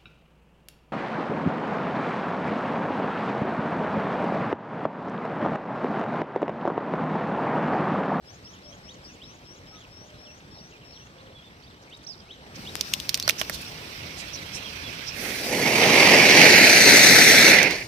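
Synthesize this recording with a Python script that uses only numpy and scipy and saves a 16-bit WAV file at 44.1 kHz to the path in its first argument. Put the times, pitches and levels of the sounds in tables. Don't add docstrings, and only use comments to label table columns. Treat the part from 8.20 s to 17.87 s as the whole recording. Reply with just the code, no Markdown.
import sys
import numpy as np
from scipy import signal
from scipy.io import wavfile
from scipy.ndimage import uniform_filter1d

SR = 44100
rng = np.random.default_rng(int(sys.argv[2]) if len(sys.argv) > 2 else 0)


def volts(x):
    e = np.asarray(x, float) / 20
    return 10 ** e


def unload_audio(sound):
    columns = np.transpose(np.atleast_2d(sound))
    steps = np.round(np.clip(columns, -1, 1) * 32767)
    wavfile.write(sys.argv[1], SR, steps.astype(np.int16))


N = 426447
FRAME = 512
HZ = np.fft.rfftfreq(FRAME, 1 / SR)[:, None]
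TIMES = np.arange(4 * N // FRAME + 5) * FRAME / 4 / SR

# frequency in Hz, left in dB, right in dB.
JET_SPECTRUM = [(60.4, -33, -39), (152, -4.5, -6.5), (258, -1.5, -4.5), (750, 0, -3), (1020, -3.5, -5),
                (2200, -4.5, 7.5), (3000, -5, -7), (3300, -6.5, -8), (4400, -4, -5), (4870, -7, -9.5),
                (6000, -13, -6.5), (6480, -15.5, -13), (7000, -16, -19.5), (7700, -20, -21),
                (10200, -24.5, -19.5), (13800, -31, -23), (16500, -36, -32)]
# frequency in Hz, likeness 0-1.
JET_LIKENESS = [(300, 1), (800, 0.8), (2200, 0.66), (3300, 0.27), (6000, 0.74), (8000, 0.13)]
# time in s, level in dB.
JET_LEVEL = [(6.9, -69), (6.97, -37), (7.05, -32.5), (7.11, -33), (7.18, -34), (7.24, -34), (7.32, -26.5),
             (7.5, -20.5), (7.88, -12), (8.09, -12), (8.26, -9), (8.5, -11), (8.61, -12), (8.7, -10),
             (9.03, -10.5), (9.31, -11), (9.46, -17), (9.52, -21.5), (9.59, -33), (9.67, -42.5)]
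# time in s, facing (0 = side-on).
NOZZLE_FACING = [(6.9, -0.26), (8.3, 0.41), (8.62, 0.86), (9.05, 0.96), (9.3, 0.72), (9.48, -0.23),
                 (9.67, 1)]
# time in s, first left notch in Hz.
ECHO_NOTCH = [(6.9, 840), (7.17, 900), (7.3, 1170), (7.6, 1300), (8.1, 1240), (8.36, 1086), (9.2, 974),
              (9.67, 1200)]
# frequency in Hz, left factor, right factor.
ECHO_STRENGTH = [(506, 1, 0.85), (1200, 0.73, 0.88), (3200, 0.64, 0.19), (5000, 0.49, 0.025),
                 (8000, 0.19, 0.03)]
# frequency in Hz, left in dB, right in dB.
FLAME_SPECTRUM = [(100, -39, -36), (400, -5, -10), (800, -13, -8), (1500, -10, -2), (2480, -17, 8.5),
                  (2940, -21.5, 3.5), (4500, -17, -2), (5760, -18.5, -2.5), (6500, -33, -15),
                  (8000, -36, -18), (10300, -45, -20.5), (12500, -50, -22.5), (15300, -50, -20)]
# frequency in Hz, likeness 0-1.
FLAME_LIKENESS = [(300, 1), (1200, 0.095), (2500, 0.38), (4000, 0.29), (7000, 0.065)]
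# time in s, level in dB, added left over right in dB.
FLAME_LEVEL = [(4.3, -48.5, 14), (4.7, -41, 21.5), (5, -43, 14), (5.4, -39, 17), (5.55, -40.5, 10.5),
               (6.2, -38.5, 7.5), (6.9, -37, 7.5), (7.3, -33, 19)]
# start in s, peak in dB before panning, centre in Hz,
# added left over right in dB, time to the envelope peak in ms.
SPARK_BURSTS = [(4.566, -25, 5000, -1, .3), (4.6095, -9, 5000, -7, 1.3), (4.7362, -5.5, 3900, 7.5, 1.7),
                (4.7464, -30, 4000, 13, 0.98), (4.8005, -15.5, 4000, 10, 0.54),
                (4.8922, -9, 4800, -10, 0.61), (4.9435, -2, 4670, -5, 0.42), (4.952, -21, 5900, 7, 1.2),
                (4.974, -22.5, 2540, -6, 1.2), (4.999, -10, 4500, 3, 0.46), (5.0256, -13, 4840, -5, 0.85),
                (5.0774, -10, 4760, -8, 1.2), (5.0896, -12, 4500, -11, 2), (5.0948, -3.5, 2630, -9.5, 0.76),
                (5.106, -15, 4000, 6, 1.3), (5.2139, -13, 3000, -11, 0.48), (5.2968, -19, 1690, -20, 0.38),
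                (9.4295, -11, 5900, -8, .6), (9.509, -19, 5000, -16, .5)]
# start in s, level in dB.
CONE_KNOCKS = [(5.0778, -17.5), (5.2136, -20), (5.096, -23), (5.297, -26)]
# start in s, level in dB, left over right in dB.
DRY_CLICKS = [(4.5547, -9.5, 19.5), (4.733, -17, 5)]
# centre in s, level in dB, half length at half height in s, frequency in Hz,
# width of each resonance in Hz.
NOISE_PUFFS = [(2.711, -55, .003, 4500, 2500), (3.428, -57, 0.0054, 3500, 4000),
               (3.63, -61, 0.01, 5500, 3000), (3.7, -58, 0.0042, 5000, 7000),
               (3.775, -58, 0.0052, 6000, 7000), (3.837, -59, 0.009, 5000, 7000),
               (4.362, -45, 0.0061, 5400, 3000), (5.197, -32, 0.012, 5570, 1800),
               (5.198, -37.5, 0.013, 2500, 3000), (5.199, -43, .012, 11000, 9000),
               (5.344, -35.5, 0.017, 4500, 4000), (5.345, -44, 0.012, 11000, 9000),
               (5.418, -44, .004, 9000, 9000), (5.997, -41.5, 0.02, 5800, 6100),
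               (6.149, -35, 0.014, 5740, 800), (6.354, -36.5, 0.02, 5570, 900),
               (6.36, -41.5, 0.018, 7000, 6000), (6.886, -33, 0.016, 5370, 1200),
               (7.637, -18, 0.0098, 2380, 2010), (9.62, -34.5, 0.0096, 2330, 900)]
# start in s, length in s.
RISING_WHISTLES = [(0.05, 0.12), (0.231, 0.13), (0.42, 0.15), (0.62, 0.14), (0.819, 0.14), (1.022, .148),
                   (1.236, 0.16), (1.454, 0.178), (1.693, 0.208), (1.968, 0.24), (2.29, 0.24),
                   (2.629, 0.26)]
# time from its end in s, pitch in Hz.
RISE_HOOK = [(-.026, 6770), (0, 6560)]
# reference time in s, level in dB.
WHIP_CALLS = [(0.647, -51.5), (0.975, -50.5), (3.681, -49.5), (4.063, -48.5), (4.426, -43)]
# time from its reference in s, pitch in Hz, relative level in dB.
WHIP_SHAPE = [(-.015, 2050, -19), (.015, 2250, -12.5), (.034, 2720, -6), (.048, 3206, 7), (.056, 3700, -1),
              (0.075, 3900, 5)]
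# time in s, pitch in Hz, level in dB.
NEAR_SWOOP = [(3.862, 3590, -56), (3.87, 5300, -40), (3.879, 5980, -47), (3.903, 5100, -38.5),
              (3.926, 4820, -47), (3.95, 3530, -59)]
# start in s, length in s, from Hz, to Hz, level in dB.
CHIRP_NOTES = [(0.24, 0.034, 4280, 5530, -50), (0.267, 0.015, 3740, 3000, -55),
               (0.328, 0.022, 3670, 2980, -53.5), (0.458, 0.014, 3680, 3100, -55),
               (0.52, 0.022, 3080, 3290, -53), (0.843, 0.032, 4700, 4920, -51),
               (0.874, 0.06, 3100, 2490, -59), (1.125, .05, 1950, 2700, -63), (1.89, .03, 3130, 3140, -61),
               (2.044, 0.077, 3870, 2500, -54.5), (2.377, 0.041, 5100, 4730, -53),
               (2.518, 0.06, 3190, 2410, -55), (2.608, 0.046, 3300, 2670, -57),
               (2.792, 0.053, 3170, 2680, -58), (3.836, .022, 4300, 6100, -51),
               (3.432, 0.024, 4200, 4900, -56), (3.742, .014, 4400, 5000, -54),
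               (3.465, 0.022, 3450, 3750, -57), (5.027, 0.037, 4100, 4560, -39),
               (6.149, 0.047, 4560, 3840, -46)]
# start in s, length in s, from Hz, to Hz, level in dB.
BENT_NOTES = [(.715, .042, 4450, 4300, -63), (1.513, .09, 1286, 1230, -58), (1.943, 0.065, 3880, 3960, -63),
              (3.143, 0.068, 3460, 3210, -52), (3.235, 0.058, 3590, 3470, -56.5),
              (3.998, 0.031, 3330, 2950, -60), (4.118, 0.046, 6200, 6160, -65),
              (4.135, 0.057, 3150, 2780, -62), (6.434, 0.062, 3330, 3120, -43),
              (6.628, 0.07, 3480, 3200, -44.5)]
# start in s, length in s, from Hz, to Hz, level in dB.
HOARSE_SQUAWKS = [(1.545, .05, 3850, 3100, -58), (1.595, .065, 3600, 2400, -57),
                  (2.335, .065, 4500, 3750, -59), (2.722, .062, 4900, 2800, -56),
                  (2.972, .05, 3100, 4350, -60), (4.432, .03, 4200, 3500, -52)]
# start in s, length in s, from Hz, to Hz, level in dB.
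DOVE_COOS = [(.4, 0.2, 612, 571, -57.5), (.68, 0.13, 515, 509, -59), (1.78, 0.29, 620, 600, -59.5),
             (2.04, 0.075, 600, 593, -57), (2.93, 0.23, 527, 531, -56.5)]
# frequency in Hz, left in dB, right in dB.
AIR_SPECTRUM = [(40, -2.5, -0.5), (80, -1, -1.5), (196, -4, -2.5), (560, -6.5, -7), (900, -10.5, -9.5),
                (1510, -11, -12.5), (2500, -16, -14), (4000, -16, -17.5), (6030, -20, -20.5),
                (6700, -34, -34), (7860, -24, -26.5), (9800, -36.5, -37), (15000, -37, -35)]
# frequency in Hz, likeness 0-1.
AIR_LIKENESS = [(60, 1), (400, 0.89), (1000, 0.8), (6500, 0), (7500, 0.22)]
# time in s, level in dB.
WASH_LEVEL = [(0, -52.5), (3.9, -54), (4.2, -52.5), (4.38, -47), (5.2, -46), (9.67, -46.5)]

JET_PAN_DB, JET_PAN_FACING_DB = -4, 8
ROAR_DB, ROAR_FACING_DB, FIZZ_DB, FIZZ_FACING_DB = -0.82, -2, -4.5, 16.5
CATCH_S, CATCH_FADE_S = 6.99, 0.52
CATCH_ROAR_DB, CATCH_FIZZ_DB = 11, 25.5
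ROAR_ON_S, ROAR_ON_RISE_S, THIN_DB = 7.26, 0.016, -2.5
BEAM_HZ, BEAM_WIDTH_HZ, BEAM_FACING_DB = 5750, 1100, 3
RIGHT_NOTCH_RATIO = 1.225
SPARK_SHARPNESS, SPARK_LOW_HZ = 2.4, 1450
DIP_HZ, DIP_WIDTH_HZ, DIP_SHARE = 7300, 2500, 0.33
EMBER_THRESHOLD_PER_S, EMBER_SHARE, EMBER_T60_S = 240, 0.48, 0.037
KNOCK_HZ, KNOCK_RISE_S, KNOCK_T60_S = 620, 0.0011, 0.022
RATTLE_SHARE, RATTLE_HZ, RATTLE_WIDTH_HZ, RATTLE_T60_S = 0.77, 1430, 880, 0.032
CLICK_ZERO_S = 0.00007
RISE_LOW_HZ, RISE_LIFT_HZ_PER_S, RISE_SCOOP_HZ, RISE_KNEE_HZ = 4920, 58, 281, 5800
RISE_DB, RISE_FADE_DB_PER_S = -58, -1.5
RASP = 1.4
CHIRP_PAN_DB = -5
CHATTER_NOTES, CHATTER_DB, CHATTER_SPREAD_DB = 300, -69, 5
RUMBLE_DB, RUMBLE_DB_PER_DB = 5, 0.1


def evened(x):
    return x / np.sqrt(np.mean(x ** 2) + 1e-20)


def over_hz(table):
    hz, *columns = np.transpose(table)
    return np.array([np.interp(np.log(HZ + 1), np.log(hz + 1), c) for c in columns])


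def over_time(table):
    s, *columns = np.transpose(table)
    return [np.interp(TIMES, s, c) for c in columns]


def sides(pan_db):
    return volts(np.array([pan_db / 2, -pan_db / 2]))


def decay(t, t60_s):
    return volts(-60 * t / t60_s)


def add(mix, start_s, sound):
    part = mix[:, round(start_s * SR):][:, :sound.shape[1]]
    part += sound[:, :part.shape[1]]


def ring(x, hz, width_hz):
    return signal.lfilter(*signal.iirpeak(hz, max(hz / width_hz, .3), SR), x)


def noise(shape, level_db, likeness, lag_ms, band_hz, patchy_db, flicker_db):
    a, b, c, d, patches = rng.standard_normal((len(TIMES), len(HZ), 5)).T
    patches = uniform_filter1d(patches, size=4, axis=0)
    patches = evened(uniform_filter1d(patches, size=16, axis=1))
    flicker = evened(uniform_filter1d(rng.standard_normal(len(TIMES)), size=3))
    same = np.clip(over_hz(likeness)[0], 0, 1)
    left = a + 1j * b
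    late = left * np.exp(-2j * np.pi * HZ * lag_ms / 1000)
    right = same * late + np.sqrt(1 - same ** 2) * (c + 1j * d)
    inside = ((HZ > band_hz[0]) & (HZ < band_hz[1]))[:, 0]
    shape = shape / np.sqrt((abs(shape[:, inside]) ** 2).sum(1).mean(0))
    gain = volts(level_db + patchy_db * patches + flicker_db * flicker)
    z = np.array([left, right]) * shape * gain
    return signal.istft(z, nperseg=FRAME, noverlap=3 * FRAME // 4)[1][:, :N]


def jet():
    (level_db,), (facing,), (notch_hz,) = map(over_time, (JET_LEVEL, NOZZLE_FACING, ECHO_NOTCH))
    catching = np.exp(-(np.maximum(TIMES - CATCH_S, 0) / CATCH_FADE_S) ** 2)
    pan_db = JET_PAN_DB + JET_PAN_FACING_DB * facing
    roar_db = ROAR_DB + ROAR_FACING_DB * facing + CATCH_ROAR_DB * catching
    roar_db = roar_db + THIN_DB / (1 + np.exp((TIMES - ROAR_ON_S) / ROAR_ON_RISE_S))
    fizz_db = FIZZ_DB + FIZZ_FACING_DB * facing + CATCH_FIZZ_DB * catching
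    tilt_db = roar_db / (1 + (HZ / 1000) ** 4) + fizz_db / (1 + (6000 / (HZ + 1)) ** 4)
    tilt_db = tilt_db + BEAM_FACING_DB * facing * np.exp(-((HZ - BEAM_HZ) / BEAM_WIDTH_HZ) ** 2)

    delay_s = 1 / (2 * np.array([notch_hz, RIGHT_NOTCH_RATIO * notch_hz])[:, None])
    comb = 1 + np.clip(over_hz(ECHO_STRENGTH), 0, .95) * np.exp(-2j * np.pi * HZ * delay_s)
    shape = comb * volts(over_hz(JET_SPECTRUM) + tilt_db) * sides(pan_db)[:, None]
    level_db = np.where(TIMES > JET_LEVEL[0][0], level_db, -150)
    gas = noise(shape, level_db, JET_LIKENESS, .045, (1500, 6000), 1.4, .9)

    churn = evened(signal.lfilter([1], [1, -.97], rng.standard_normal(N)))
    gas = gas * volts(0.97 * churn)
    local_rms = np.sqrt(abs(uniform_filter1d(gas ** 2, size=2000)) + 1e-12)
    steep = gas - 0.033 * (gas ** 2 / local_rms - local_rms)
    return signal.sosfilt(signal.butter(2, 110, "high", fs=SR, output="sos"), steep)


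def flame():
    level_db, pan_db = over_time(FLAME_LEVEL)
    tilt_db_per_octave = -0.7 + 0.4 * pan_db
    lit = (TIMES > 4.347) & (TIMES < FLAME_LEVEL[-1][0])
    tilt_db = tilt_db_per_octave * np.log2((HZ + 1) / 3000)
    shape = volts(over_hz(FLAME_SPECTRUM) + tilt_db) * sides(pan_db)[:, None]
    return noise(shape, np.where(lit, level_db, -150), FLAME_LIKENESS, .33, (2000, 6000), 2.2, 1.2)


def sparks():
    mix, t = np.zeros((2, N)), np.arange(2000) / SR
    ember_threshold = np.sqrt(-2 * np.log(EMBER_THRESHOLD_PER_S / SR)) - .5
    hisses = rng.standard_normal((len(SPARK_BURSTS), 3, len(t)))
    for (start_s, db, hz, pan_db, rise_ms), hiss in zip(SPARK_BURSTS, hisses):
        u = 1000 * t / rise_ms
        envelope = (u * np.exp(1 - u)) ** SPARK_SHARPNESS + 0.34 * decay(t, 0.039)
        burst = (hiss[0] + hiss[1:]) * envelope
        embers = signal.lfilter([1], [1, -.9], abs(hiss[1]) > ember_threshold) * (t > .005)
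        burst = burst + EMBER_SHARE * hiss[0] * embers * decay(t, EMBER_T60_S)
        burst = burst + 0.12 * np.roll(burst, shift=15, axis=1)
        crack = ring(ring(burst, hz, 2100), hz, 2100)
        crack = crack + 0.75 * ring(burst, 5250, 3200) + 0.16 * np.diff(burst, prepend=0)
        crack = crack - DIP_SHARE * ring(crack, DIP_HZ, DIP_WIDTH_HZ)
        crack = signal.lfilter(*signal.butter(2, SPARK_LOW_HZ, "high", fs=SR), crack)
        add(mix, start_s, volts(db) * crack / abs(crack.mean(0)).max() * sides(pan_db)[:, None])
    return mix


def knocks():
    mix, t = np.zeros((2, N)), np.arange(2000) / SR
    thump = np.minimum(t / KNOCK_RISE_S, 1) * decay(t, KNOCK_T60_S) * np.sin(2 * np.pi * KNOCK_HZ * t)
    for (start_s, db), hiss in zip(CONE_KNOCKS, rng.standard_normal((len(CONE_KNOCKS), 2, len(t)))):
        rattle = evened(ring(hiss, RATTLE_HZ, RATTLE_WIDTH_HZ)) * decay(t, RATTLE_T60_S)
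        add(mix, start_s, volts(db) * (thump + RATTLE_SHARE * rattle))
    return mix


def clicks():
    mix, u = np.zeros((2, N)), np.arange(2000) / SR / CLICK_ZERO_S
    pulse = (u - 1) * np.exp(-u) * np.minimum(u * 2, 1) * 2
    for start_s, db, pan_db in DRY_CLICKS:
        add(mix, start_s, volts(db) * sides(pan_db)[:, None] * pulse)
    return mix


def puffs():
    mix = np.zeros((2, N))
    hisses = rng.standard_normal((len(NOISE_PUFFS), 2, SR // 5))
    for (centre_s, db, half_s, hz, width_hz), hiss in zip(NOISE_PUFFS, hisses):
        swell = np.hanning(round(4 * half_s * SR))
        for _ in range(3):
            hiss = ring(hiss, hz, width_hz)
        puff = evened(hiss)[:, :len(swell)] * swell
        add(mix, centre_s - 2 * half_s, volts(db) * sides(-9.5)[:, None] * puff)
    return mix


def whistle(s, hz, db, pan_db, fade=.5, rough=0., lag_samples=12):
    t = np.arange(s[0], s[-1], 1 / SR)
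    pitch_share = min(hz[0] / 3500, 1)
    waver, flutter = (evened(uniform_filter1d(v, size=130)) for v in rng.standard_normal((2, len(t))))
    pitch_hz = np.interp(t, s, hz) * (1 + 0.053 * rough * waver * pitch_share)
    turns = np.cumsum(pitch_hz) / SR
    level = volts(np.interp(t, s, db) + 7.4 * rough * flutter) * signal.windows.tukey(len(t), min(fade, 1))
    grain = uniform_filter1d(uniform_filter1d(rng.standard_normal(len(t)), size=40), size=40)
    rasp = RASP * rough ** 2 * evened(grain) * pitch_share
    level = level * (1 + rasp) / np.sqrt(1 + np.mean(rasp ** 2))
    tone = np.sqrt(2) * level * np.sin(2 * np.pi * turns)
    return s[0], sides(pan_db)[:, None] * np.array([tone, np.roll(tone, shift=lag_samples)])


def glide(start_s, length_s, from_hz, to_hz, db, pan_db, rough, bend=0.85, lag_samples=12):
    bend_hz = from_hz + bend * (to_hz - from_hz)
    s = [start_s, start_s + 0.49 * length_s, start_s + length_s]
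    return whistle(s, [from_hz, bend_hz, to_hz], [db, db, db], pan_db, 0.42, rough, lag_samples)


def rising_phrase(mix):
    (top_s, top_hz), (last_s, last_hz) = RISE_HOOK
    for start, length in RISING_WHISTLES:
        end = start + length
        low_hz = RISE_LOW_HZ + RISE_LIFT_HZ_PER_S * start
        s = [start, start + .03, end - .068, end - .044, end + top_s, end + last_s]
        hz = [low_hz, low_hz + RISE_SCOOP_HZ, RISE_KNEE_HZ, (RISE_KNEE_HZ + top_hz) / 2, top_hz, last_hz]
        db = RISE_DB + RISE_FADE_DB_PER_S * start + np.array([-11.0, 5.5, 6.0, -4.0, -4.0, 0.0])
        add(mix, *whistle(s, hz, db, 8.4, 0.18, .12))


def chatter(mix):
    for when, length, pitch, bend, size, side in rng.random((CHATTER_NOTES, 6)):
        hz = 2500 + 2300 * pitch
        to_hz = hz * (0.62 + 0.129 * bend)
        db = CHATTER_DB + CHATTER_SPREAD_DB * size
        add(mix, *glide(when * (N / SR), .012 + 0.036 * length, hz, to_hz, db, 12 * side - 8, 0.76))


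def scatter(calls):
    t = np.arange(SR // 4) / SR
    echoes = rng.standard_normal((2, len(t))) * decay(t, 0.48) * (t > .008)
    echoes = echoes / np.linalg.norm(echoes[0])
    stir = evened(uniform_filter1d(rng.standard_normal((2, N)), size=400))
    return volts(-8.0) * stir * signal.oaconvolve(calls, echoes, axes=1)[:, :N]


def birds():
    mix = np.zeros((2, N))
    rising_phrase(mix)
    s, hz, shape_db = np.transpose(WHIP_SHAPE)
    for start_s, db in WHIP_CALLS:
        add(mix, *whistle(start_s + s, hz, db + shape_db, 0, 0.15, 0.24, lag_samples=0))
    for row in CHIRP_NOTES:
        add(mix, *glide(*row, CHIRP_PAN_DB, rough=.33))
    for row in BENT_NOTES:
        add(mix, *glide(*row, CHIRP_PAN_DB, rough=.12, bend=.3, lag_samples=0))
    for row in HOARSE_SQUAWKS:
        add(mix, *glide(*row, CHIRP_PAN_DB, rough=.62, bend=0.37))
    add(mix, *whistle(*np.transpose(NEAR_SWOOP), -11.0, 0.063, rough=.24))
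    for row in DOVE_COOS:
        add(mix, *glide(*row, pan_db=0, rough=.25))
    chatter(mix)
    return mix + scatter(mix)


def air():
    level_db, = over_time(WASH_LEVEL)
    rumble_db = RUMBLE_DB + RUMBLE_DB_PER_DB * (level_db + 47)
    shape = volts(over_hz(AIR_SPECTRUM) + rumble_db / (1 + (HZ / 150) ** 4))
    return noise(shape, level_db, AIR_LIKENESS, .29, (200, 900), 1.6, .8)


def scene():
    return jet() + flame() + sparks() + knocks() + clicks() + puffs() + birds() + air()


def band_limit(x):
    return signal.sosfilt(signal.butter(12, 16500, fs=SR, output="sos"), x)


def record(dry):
    fade = np.minimum(np.arange(N) / (.06 * SR) + 0.1, 1)
    passed = signal.sosfilt(signal.butter(2, 60, "high", fs=SR, output="sos"), dry * fade)
    lowpass = signal.firwin(301, 15300, window=("kaiser", 8), fs=SR)
    passed = signal.oaconvolve(passed, lowpass[None], "same")
    return band_limit(np.clip(passed, -1, 1))


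dry = scene()
out = record(dry)
unload_audio(out)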